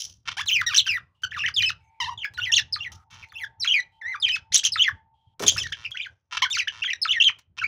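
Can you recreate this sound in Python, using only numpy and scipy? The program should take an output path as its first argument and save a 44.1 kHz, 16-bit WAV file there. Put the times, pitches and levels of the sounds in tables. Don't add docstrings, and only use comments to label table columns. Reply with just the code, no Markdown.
import sys
import numpy as np
from scipy import signal
from scipy.fft import rfft, irfft
from scipy.io import wavfile
from scipy.ndimage import uniform_filter1d

SR = 44100
rng = np.random.default_rng(int(sys.argv[2]) if len(sys.argv) > 2 else 0)


def gain_from_decibels(decibels):
    exponent = np.asarray(decibels, float) / 20
    return 10 ** exponent


def store_pcm(level_fs):
    pcm = np.round(np.clip(level_fs, -1, 1) * 32767).astype(np.int16)
    wavfile.write(sys.argv[1], SR, np.atleast_2d(pcm).T)


N = 338247


def slow(hz):
    r = np.exp(-2 * np.pi * hz / SR)
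    drift = signal.lfilter([1], [1, -2 * r, r * r], rng.standard_normal(N + 4000))[4000:]
    return drift / drift.std()


def resonate(x, hz, width):
    r = np.exp(-np.pi * width / SR)
    zeros = np.array([1, 0, -1]) * (1 - r * r) / 2
    return signal.lfilter(zeros, [1, -2 * r * np.cos(2 * np.pi * hz / SR), r * r], x)


def in_time(rows):
    return gain_from_decibels(np.interp(np.arange(N) / SR, *np.transpose(rows)))


def noise_gate(bird, shut_db=-16, open_db=-52, hold_s=0.067):
    heard = uniform_filter1d(bird ** 2, size=400) > gain_from_decibels(2 * open_db)
    heard = np.roll(heard, -900)
    r = np.exp(-1 / (hold_s * SR))
    opening = np.minimum(2.0 * signal.lfilter([1 - r], [1, -r], heard), 1)
    return gain_from_decibels(shut_db * (1 - opening))


# time in seconds, level in dB.
RUMBLE_CURVE = [(0, -58), (.6, -53), (1.15, -55), (1.6, -49.5), (2.1, -56.5), (2.7, -51.5), (3.2, -56),
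                (3.7, -65.5), (4.3, -60.5), (4.8, -55), (5.25, -53), (5.55, -43), (5.85, -63), (6.2, -70),
                (6.7, -60), (7.2, -64.5), (7.67, -51.5)]
# time in seconds, level in dB.
WHINE_CURVE = [(1.2, -94), (1.9, -55), (3.0, -53), (5.35, -61), (5.5, -88)]
# start in seconds, length in seconds, pitch in Hz, level in dB.
DISTANT_PEEPS = [(1.147, 0.17, 2895, -76.5), (1.803, 0.27, 2270, -73.5), (0.998, .18, 1086, -78),
                 (1.757, 0.1, 2630, -78), (1.838, 0.056, 6300, -80.5), (2.9, 0.14, 1260, -63),
                 (3.898, 0.078, 3900, -84), (3.92, 0.078, 3100, -72.5), (5.14, 0.2, 3220, -78)]


def background(gate):
    t, noise = np.arange(N) / SR, rng.standard_normal((4, N))
    low = gain_from_decibels(29.0) * resonate(resonate(noise[0], 96, 44), 76, 52) * gain_from_decibels(4.0 * slow(12.0))
    wash = gain_from_decibels(-52) * resonate(resonate(noise[1], 310, 460), 430, 2500) * gain_from_decibels(0.7 * slow(15))
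    whine = gain_from_decibels(20.5) * resonate(resonate(noise[2], 895, 14), 895, 31)
    whine += gain_from_decibels(6.5) * resonate(resonate(noise[3], 800, 100), 850, 190)
    peeps = np.zeros(N)
    for s, length, hz, db in DISTANT_PEEPS:
        sounding = (t > s) * (t < s + length)
        peeps += gain_from_decibels(db + 22.5) * resonate(noise[3] * sounding, hz, 80)
    gated = gate * (in_time(RUMBLE_CURVE) * low + np.sqrt(gate) * wash)
    return gated + in_time(WHINE_CURVE) * gain_from_decibels(3.1 * slow(5.2)) * whine + peeps


# frequency in Hz, level in dB.
THROAT_COLOUR = [(600, -26.5), (1100, -1.5), (2300, -3.5), (3100, 1.5), (4450, -7), (5900, -3.5),
                 (7300, -18), (8400, -25), (10300, -24.5), (12800, -38), (15300, -32), (16500, -63)]


def throat_db(hz):
    colour_hz, colour_db = np.transpose(THROAT_COLOUR)
    return np.interp(np.log(hz), np.log(colour_hz), colour_db)


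def through_throat(x, tilt_db, depth=1.05):
    hz = np.arange(1, 1026) * SR / 2050
    cepstrum = irfft(np.log(gain_from_decibels(depth * throat_db(hz) + tilt_db * np.log2(hz / 3000))))
    cepstrum[1:1024] *= 2
    cepstrum[1025:] = 0
    pulse = irfft(np.exp(rfft(cepstrum)))[:512]
    return signal.fftconvolve(x, pulse / np.sqrt(np.sum(pulse ** 2)))[:N]


# peak time in seconds, peak level in dB.
BEAK_CLICKS = [(0.458, -44.5), (1.22, -50), (2.337, -48), (2.919, -46.5), (3.286, -60), (5.395, -36),
               (5.423, -31), (5.436, -33), (5.568, -29), (5.586, -33), (5.624, -40), (5.909, -48),
               (6.501, -32), (6.931, -45), (7.387, -49.5)]
# start in seconds, level in dB, time to fall 60 dB in seconds.
AIR_PUFFS = [
    (0, -32.5, 0.26),
    (2.919, -51.5, 0.18),
    (3.105, -55, 0.41),
    (5.4, -46.5, 1),
    (5.498, -41.5, 0.33),
]


def beak_and_air():
    clicks, puffs, t = np.zeros(N), np.zeros(N), np.arange(N) / SR
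    for s, db in BEAK_CLICKS:
        clicks += (t >= s) * gain_from_decibels(db - 60 * np.abs(t - s) / 0.047)
    for s, db, t60 in AIR_PUFFS:
        puffs += (t >= s) * gain_from_decibels(db - 60 * np.abs(t - s) / t60)
    noise = rng.standard_normal((2, N)) * gain_from_decibels(4.3 * slow(90))
    bright = through_throat(clicks * noise[0], tilt_db=0.5, depth=0.55)
    return bright + through_throat(puffs * noise[1], tilt_db=19.5, depth=1.77)


# start in seconds, end in seconds, slaps per second,
# level in dB, unevenness from 0 to 1.
SLAP_TRAINS = [(0.255, 0.27, 1260, -49.5, 0.14), (0.273, 0.297, 500, -29.5, 0.49),
               (0.314, 0.329, 310, -33.5, 0.5), (3.102, 3.16, 750, -52.5, 0.5),
               (3.129, 3.248, 120, -50.5, 0.01), (5.769, 5.855, 118, -47, 0.08),
               (6.371, 6.378, 600, -22.5, 0.3), (6.723, 6.747, 134.5, -45.5, 0.04),
               (6.748, 6.817, 116, -43.5, 0.03)]
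# time in seconds, level in dB.
SINGLE_SLAPS = [(6.311, -33), (6.318, -29.5), (6.325, -19), (6.328, -21), (6.333, -16), (6.338, -21),
                (6.343, -23), (6.349, -20), (6.352, -17.5), (6.358, -23), (6.366, -31), (7.569, -43),
                (7.576, -29.5), (7.582, -23), (7.587, -21)]


def rattles():
    slaps = np.zeros(N)
    for s, end, per_s, db, uneven in SLAP_TRAINS:
        chance = rng.standard_normal((40, 2))
        at = s + np.cumsum(np.exp(uneven * chance[:, 0])) / per_s - 1 / per_s
        keep = at < end
        strength = gain_from_decibels(db + 8 * uneven * chance[keep, 1]) * np.sqrt(SR / per_s)
        slaps[(at[keep] * SR).astype(int)] += strength
    s, db = np.transpose(SINGLE_SLAPS)
    slaps[(s * SR).astype(int)] += gain_from_decibels(db + 12.5)
    slaps += .7 * np.roll(slaps, int(.0022 * SR))
    bursts = signal.lfilter([.05], [1, -.98], slaps) * rng.standard_normal(N)
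    return through_throat(.5 * slaps + bursts, tilt_db=-2.0, depth=1.21)


def learned(figure, renditions):
    sharper_per_db = .004
    notes = []
    for cue, end, slowness, *parts_db in renditions:
        rows = []
        for part, part_db in zip(figure, parts_db):
            sharper = 1 + sharper_per_db * (part_db + 22)
            for s, hz, glide, db, voice in part:
                rows.append((cue + s * slowness, hz * sharper, glide / slowness, db + part_db, voice))
        untils = [row[0] for row in rows[1:]] + [end]
        for (s, hz, glide, db, voice), until in zip(rows, untils):
            hz_to = max(hz + 1e3 * glide * (until - s), 700)
            notes.append((s, hz, hz_to, db, voice))
    return notes


PHRASE_STOPS = [0.422, 0.636, 0.807, 0.984, 1.252, 1.498, 2.141, 2.266, 2.603, 3.248, 3.454, 3.812, 4.165,
                4.6, 4.677, 4.899, 5.674, 5.739, 5.867, 5.929, 6.074, 6.469, 6.634, 6.691, 6.924, 6.938,
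                7.301, 7.601]
# noisy share of the power from 0 to 1, overtones against the
# fundamental in dB, depth of the throb from 0 to 1.
VOICE_QUALITIES = dict(pure=(0.026, -21.5, .22), reedy=(0.02, -9.5, .15), rich=(.015, 4, .1),
                   husky=(.15, -18, .6), croaky=(.15, 1, .4), harsh=(0.6, -20, .5), rasping=(.4, 4, .3),
                   shrill=(.45, 14, .35))
# start in seconds, pitch from in Hz, pitch to in Hz, level in dB.
PURE_NOTES = [(0.463, 3710, 4199, -33.5), (.572, 2407, 2117, -28), (.59, 2095, 1997, -22.5),
              (.938, 2104, 1802, -23), (1.438, 1681, 2118, -21.5), (2.176, 3545, 2965, -33),
              (2.194, 3505, 2827, -39), (2.218, 3366, 2701, -34.5), (2.345, 4150, 4000, -48),
              (3.599, 5750, 5590, -36.5), (3.608, 5412, 5099, -27.5), (3.62, 5128, 4052, -24.5),
              (3.629, 4010, 4104, -23.5), (3.675, 3249, 3378, -13), (3.688, 2937, 2924, -17.5),
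              (3.703, 2989, 3018, -16.5), (3.718, 3201, 3189, -13.5), (3.741, 2472, 2352, -14.5),
              (3.757, 2316, 2202, -20), (3.777, 2072, 1970, -21), (4.014, 2088, 1751, -36),
              (4.024, 1724, 1826, -36.5), (4.053, 1849, 2109, -28), (4.098, 2074, 1962, -29.5),
              (4.139, 1892, 1135, -28.5), (5.731, 2830, 3262, -26), (5.917, 3308, 3187, -31.5),
              (5.999, 2360, 2494, -27.5), (6.821, 2660, 2860, -23.5), (6.848, 3417, 3150, -24),
              (6.881, 1954, 2033, -26), (6.905, 2962, 2286, -21.5), (6.915, 2320, 2428, -26.5),
              (7.201, 3190, 2695, -14), (7.21, 2673, 3446, -12), (7.244, 3300, 3050, -14.5),
              (7.636, 2227, 2446, -18)]
REEDY_NOTES = [(.472, 4197, 3391, -24.5), (.485, 3397, 2383, -20.5), (.534, 3110, 2378, -18.5),
               (.736, 1635, 1741, -20), (.882, 2890, 2400, -21), (2.069, 885, 1095, -28.5),
               (2.097, 938, 955.5, -36), (2.252, 1733, 1639, -29), (2.376, 1905, 1474, -28.5),
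               (2.382, 1462, 1451, -27), (2.53, 2775, 3469, -13), (2.562, 3350, 2590, -13),
               (3.433, 1992, 1505, -29), (4.155, 1175, 1241, -31), (5.6, 3656, 2783, -27),
               (5.638, 1969, 1824, -33.5), (5.946, 1457, 1534, -34.5), (6.06, 1636, 1458, -35),
               (6.447, 2105, 1566, -27.5), (6.456, 1560, 1506, -24), (6.607, 2041, 1950, -30),
               (1.364, 1500, 1100, -30), (6.505, 3381, 3760, -24), (6.566, 1917, 1257, -23.5),
               (6.59, 3318, 2240, -18), (6.674, 1593, 1894, -21.5), (7.616, 1605, 1295, -26.5)]
RICH_NOTES = [(0.664, 1927, 1813, -21), (0.693, 1547, 1086, -29.5), (1.235, 1531, 1494, -19.5),
              (2.002, 1067, 910, -22), (2.03, 895.5, 1081, -26.5), (2.049, 1026, 836, -32),
              (2.518, 3593, 2743, -21), (2.523, 2758, 2789, -14.5), (6.42, 880, 1152, -15.5),
              (6.426, 1148, 936, -15), (6.435, 950, 1157, -18.5), (6.528, 3078, 1937, -22.5),
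              (6.932, 1990, 1758, -21.5)]
HUSKY = [(0.515, 3114, 3052, -17.5), (.618, 1400, 1200, -37), (.779, 4259, 3597, -12),
         (0.844, 3259, 2636, -35), (.922, 2414, 2526, -24), (.973, 1643, 1300, -32.5),
         (1.309, 2992, 3510, -37), (1.313, 3508, 2703, -30.5), (1.318, 1760, 1701, -32),
         (1.328, 2098, 2607, -38), (1.335, 2708, 3056, -33.5), (1.34, 2146, 1751, -33),
         (1.35, 1754, 1532, -36), (1.393, 2597, 3038, -27), (1.4, 2952, 2446, -28),
         (1.412, 2606, 2957, -28), (1.418, 2896, 2404, -28.5), (1.46, 3057, 2965, -21.5),
         (1.468, 2850, 2152, -27.5), (1.476, 2196, 1900, -25), (2.371, 3530, 2018, -41),
         (3.73, 2933, 2907, -22), (2.235, 1991, 2592, -36), (2.244, 2596, 1467, -24),
         (3.226, 2600, 2028, -41), (4.876, 1907, 1611, -17), (4.892, 1150, 1030, -34),
         (5.848, 2390, 2963, -27), (5.853, 2859, 2243, -26.5), (5.956, 1945, 2044, -36.5),
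         (5.971, 2386, 3362, -29.5), (5.976, 3333, 2830, -31.5), (5.989, 2515, 2300, -36.5),
         (6.01, 3053, 3563, -33.5), (6.026, 3586, 2887, -35.5), (6.046, 2410, 1890, -37),
         (6.682, 2897, 3135, -18.5), (6.843, 1570, 1424, -28.5), (6.871, 3157, 1920, -26.5),
         (6.9, 1897, 3353, -26.5), (7.294, 2246, 986, -28), (7.586, 2428, 2880, -27),
         (7.651, 1910, 2600, -33.5)]
CROAKY_NOTES = [(0.369, 715.6, 883.5, -25), (.387, 860, 1524, -26), (.411, 1720, 1630, -26.5),
                (.612, 1904, 1500, -20), (0.745, 2830, 3001, -15), (.865, 1624, 1543, -24),
                (1.484, 1805, 1493, -25), (1.383, 1104, 1888, -32), (1.49, 1294, 1101, -34.5),
                (2.583, 1981, 1759, -21), (3.448, 1607, 1794, -37), (3.645, 2294, 1344, -25.5),
                (3.654, 1341, 1253, -29.5), (3.802, 1931, 1887, -35.5), (5.578, 2652, 2525, -24),
                (5.668, 1491, 2330, -30.5), (5.721, 1583, 1863, -25.5), (6.574, 1285, 1642, -26.5),
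                (6.584, 2290, 3282, -23)]
HARSH = [(.506, 2287, 3390, -20.5), (.756, 3102, 3991, -29.5), (.794, 3595, 2901, -13),
         (3.64, 4123, 3589, -30.5), (3.661, 2809, 2098, -24.5), (3.669, 2215, 2879, -26.5),
         (2.546, 3166, 4341, -22), (4.565, 3161, 3930, -17.5), (5.459, 3465, 3405, -33.5),
         (5.498, 3979, 3600, -23.5), (5.56, 1283, 1812, -31), (6.836, 3025, 1360, -18.5),
         (7.228, 3510, 2328, -30), (7.236, 2510, 3630, -25), (7.282, 2843, 1824, -16)]
RASPING_NOTES = [(4.521, 1697, 2396, -28), (4.53, 2791, 3108, -22), (4.575, 3758, 3415, -21.5),
                 (4.633, 1499, 2300, -30), (4.639, 2400, 3400, -20), (4.65, 3430, 3301, -15),
                 (4.665, 3224, 3124, -16), (5.465, 3281, 3360, -17), (5.477, 3381, 3523, -10),
                 (5.511, 3352, 3420, -33), (5.595, 3036, 3504, -31), (5.631, 3250, 1671, -28)]
SHRILL_NOTES = [(0.761, 2530, 3080, -15), (0.77, 3103, 2685, -14.5), (4.543, 2873, 3019, -9.5)]
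# seconds after the cue, pitch in Hz, glide in kHz per second,
# level within the part in dB, voice.
DIVE_FIGURE = [
    [(-.036, 4950, 45, -2, "pure"), (-.028, 5318, -95.5, -3, "pure"), (-.015, 4181, 0, -15.5, "husky")],
    [(-.001, 2700, -190, -1.5, "husky"), (.006, 1330, -5, -4, "reedy"), (.017, 1250, 3, -13, "reedy")],
]
ARCH_FIGURE = [
    [(-.020, 3300, 40, -12.5, "pure"), (-.010, 3700, -95.5, -10.5, "husky"), (0.0, 2750, 9.5, 1, "pure"),
     (.023, 2976, 45, 0.5, "pure"), (.033, 3450, -73.5, -4.5, "husky")],
    [(.047, 2350, -20, -3.5, "husky"), (.057, 2150, -7.5, 1.5, "pure")],
]
SLIDE_FIGURE = [
    [(-.023, 4908, 25, -10, "pure"), (-.012, 5150, -120, -14, "pure"), (0.0, 3660, -30.5, 2, "pure"),
     (.013, 3314, -22, 3.5, "pure"), (.034, 2750, -28, -4.5, "husky"), (.044, 2480, -6, 1, "pure"),
     (.058, 2237, -45.5, -3.5, "croaky"), (.069, 2950, 9, 2, "pure"), (.082, 3089, -14, 0, "pure"),
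     (.094, 2600, -2, -0.5, "reedy")],
    [(.129, 2382, -64, 0.74, "croaky")],
]
# cue in seconds, end in seconds, slowness as a factor,
# first part level in dB, second part level in dB.
DIVE_CUES = [(2.759, 2.78, 0.91, -19.5, -29.5), (3.321, 3.329, .72, -57, -39), (4.757, 4.773, 1, -19, -24),
             (7.051, 7.07, 0.93, -16.5, -21.5)]
ARCH_CUES = [(2.417, 2.509, 0.91, -24, -27.5), (2.806, 2.881, 0.92, -31, -32),
             (3.355, 3.431, 1.04, -37, -30.5), (4.795, 4.876, 1.03, -14.5, -25),
             (7.091, 7.188, 0.92, -17.5, -24.5)]
SLIDE_CUES = [(1.564, 1.707, .98, -20, -26), (4.224, 4.371, 1.01, -22, -29)]


def controls():
    tables = (PURE_NOTES, REEDY_NOTES, RICH_NOTES, HUSKY, CROAKY_NOTES, HARSH, RASPING_NOTES, SHRILL_NOTES)
    notes = [(*row, voice) for table, voice in zip(tables, VOICE_QUALITIES) for row in table]
    notes += learned(DIVE_FIGURE, DIVE_CUES) + learned(ARCH_FIGURE, ARCH_CUES)
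    notes += learned(SLIDE_FIGURE, SLIDE_CUES)
    notes.sort()
    stops = [row[0] for row in notes] + [row[1] for row in DIVE_CUES + ARCH_CUES + SLIDE_CUES]
    stops = np.sort(stops + list(PHRASE_STOPS) + [N / SR])
    out, bends = np.tile([[0.], [-20], [0], [0]], N), []
    for s, hz_from, hz_to, db, voice in notes:
        a, b = int(s * SR), int(stops[stops > s][0] * SR)
        share, over_db, throb = VOICE_QUALITIES[voice]
        over_db = over_db - 1.5 * np.log2(hz_from / 2500)
        out[:, a:b] = [[gain_from_decibels(db)], [over_db], [share], [throb]]
        bends += [(a, np.log(hz_from)), (b - 1, np.log(hz_to))]
    log_hz = np.interp(np.arange(N), *np.transpose(bends))
    rounding = (70, 140, 150, 100, 100)
    return [uniform_filter1d(row, size) for row, size in zip((log_hz, *out), rounding)]


# time in seconds, level in dB.
BEAK_FACING = [(.3, 1.5), (.7, 2.5), (.95, 3.5), (1.4, -6.5), (1.65, 1.5), (2.1, -9.5), (2.55, 2),
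               (2.8, -6), (3.4, 9), (3.7, -4), (4.1, -14.5), (4.3, -9.5), (4.6, -1), (4.85, -6), (5.5, -1),
               (6.0, -9.5), (6.55, -6.5), (7.05, -15.5), (7.6, -25)]
# frequency in Hz, level in dB.
OPEN_BEAK = [(7600, -39), (8600, -12.5), (10300, -2), (11600, -8.5), (12500, -16.5), (13800, -7),
             (15200, -0.5), (16000, -30.5)]


def warble(fall_db=-6.0, air=0.23, beat_hz=195, sizzle_db=-33, sheen_db=-30, order=8):
    log_hz, level, over_db, rough, throb = controls()
    rough = np.clip(rough, 0, 1)
    level = level / (1 + (np.gradient(log_hz) / 0.012) ** 2)
    level = uniform_filter1d(level, size=50)
    shaky = .011 * (1 + 9 * rough) + .008 / (1 + (level / .03) ** 2)
    hz = np.exp(log_hz + shaky * slow(60) + .09 * rough * slow(350))
    phase = 2 * np.pi * np.cumsum(hz) / SR

    k = np.arange(2, 15)[:, None]
    weights = gain_from_decibels(1.19 * throat_db(k * hz) + fall_db * np.log2(k)) * (k * hz < .38 * SR)
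    unsteady = gain_from_decibels(3.5 * slow(70) - 1)[(np.arange(N) + 9000 * k) % N]
    overtones = np.sum(weights * unsteady * np.sin(k * phase + k ** 2), axis=0)
    overtones /= np.sqrt(np.sum(weights ** 2, axis=0))

    beak_hz, beak_db = np.transpose(OPEN_BEAK)
    shine = gain_from_decibels(np.interp(np.log(k * hz), np.log(beak_hz), beak_db, right=-99) + sheen_db)
    sheen = np.sum(shine * unsteady * np.sin(k * phase), axis=0)
    sheen = sheen * (.8 + .6 * slow(300)) * in_time(BEAK_FACING)

    beaded = gain_from_decibels(2.2 * slow(75)) * np.sin(phase)
    tone = (beaded + gain_from_decibels(over_db) * overtones) * np.sqrt(2 / (1 + gain_from_decibels(2 * over_db)))
    smear = tone * slow(250)
    breath = through_throat(rng.standard_normal(N), tilt_db=12.5, depth=1.5)
    breath *= gain_from_decibels(1.1 * np.minimum(over_db + 7.0, 8.0))
    beat_phase = 2 * np.pi * np.cumsum(beat_hz * (1 + 0.072 * slow(27.84))) / SR
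    beats = 1 + throb * np.cos(beat_phase)

    fizz_band = signal.butter(5, [14300, 15700], "band", fs=SR, output="sos")
    sizzle = signal.sosfilt(fizz_band, rng.standard_normal(N))
    sizzle *= gain_from_decibels(sizzle_db + 7.0 * slow(14))
    sizzle *= in_time(BEAK_FACING) * np.minimum(level / .07, 1.5)

    noisy = 0.59 * smear + air * breath
    voice = np.sqrt(1 - rough) * tone + np.sqrt(rough) * noisy + sizzle + sheen
    return signal.sosfilt(signal.butter(order, 880, "high", fs=SR, output="sos"), level * beats * voice)


# start in seconds, level in dB, resonance in Hz.
PERCH_KNOCKS = [
    (5.404, -23, 397),
    (5.426, -19, 238),
    (5.434, -23, 330),
    (5.465, -31, 414),
    (5.52, -34.5, 446),
    (5.599, -41.5, 420),
    (5.659, -53, 437),
]


def perch():
    t, noise = np.arange(N) / SR, rng.standard_normal(N)
    knocks = np.zeros(N)
    for s, db, hz in PERCH_KNOCKS:
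        thud = noise * (t >= s) * gain_from_decibels(db + 13.5 - 60 * np.abs(t - s) / 0.096)
        knocks += resonate(thud, hz, 160)
    return knocks


# delay in seconds, level in dB, scatter as a share of the delay.
EARLY_ECHOES = [
    (.0023, -18, .05),
    (0.0135, -17, .1),
    (.024, -19, .3),
]


def room(x):
    t60_s, high_t60_s, tail_db = 0.21, 0.041, -22.5
    t = np.arange(int(.4 * SR)) / SR
    noise = rng.standard_normal(len(t)) * gain_from_decibels(-60 * t / t60_s) * (t > .005)
    dull = signal.lfilter([.4], [1, -.6], noise)
    dull = signal.lfilter([.5], [1, -.5], dull)
    tail = dull + (noise - dull) * gain_from_decibels(-60 * t / high_t60_s)
    response = gain_from_decibels(tail_db) * tail / np.sqrt(np.sum(tail ** 2))
    response[0] = 1
    for s, db, scatter in EARLY_ECHOES:
        wide = np.exp(-((t - s) / (scatter * s)) ** 2) * rng.standard_normal(len(t))
        wide = signal.sosfilt(signal.butter(2, 6500, fs=SR, output="sos"), wide)
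        response += gain_from_decibels(db) * wide / np.sqrt(np.sum(wide ** 2))
    return signal.fftconvolve(x, response)[:N]


def scene():
    near = room(gain_from_decibels(-3.0) * warble() + rattles() + beak_and_air() + perch())
    return (near + background(noise_gate(near)))[None]


def roll_off(x):
    return signal.sosfilt(signal.butter(12, 16840, fs=SR, output="sos"), x)


def record(dry):
    top_cut = signal.butter(10, 15900, fs=SR, output="sos")
    mix = signal.sosfilt(top_cut, 1.054 * dry)
    return roll_off(mix)


dry = scene()
out = record(dry)
store_pcm(out)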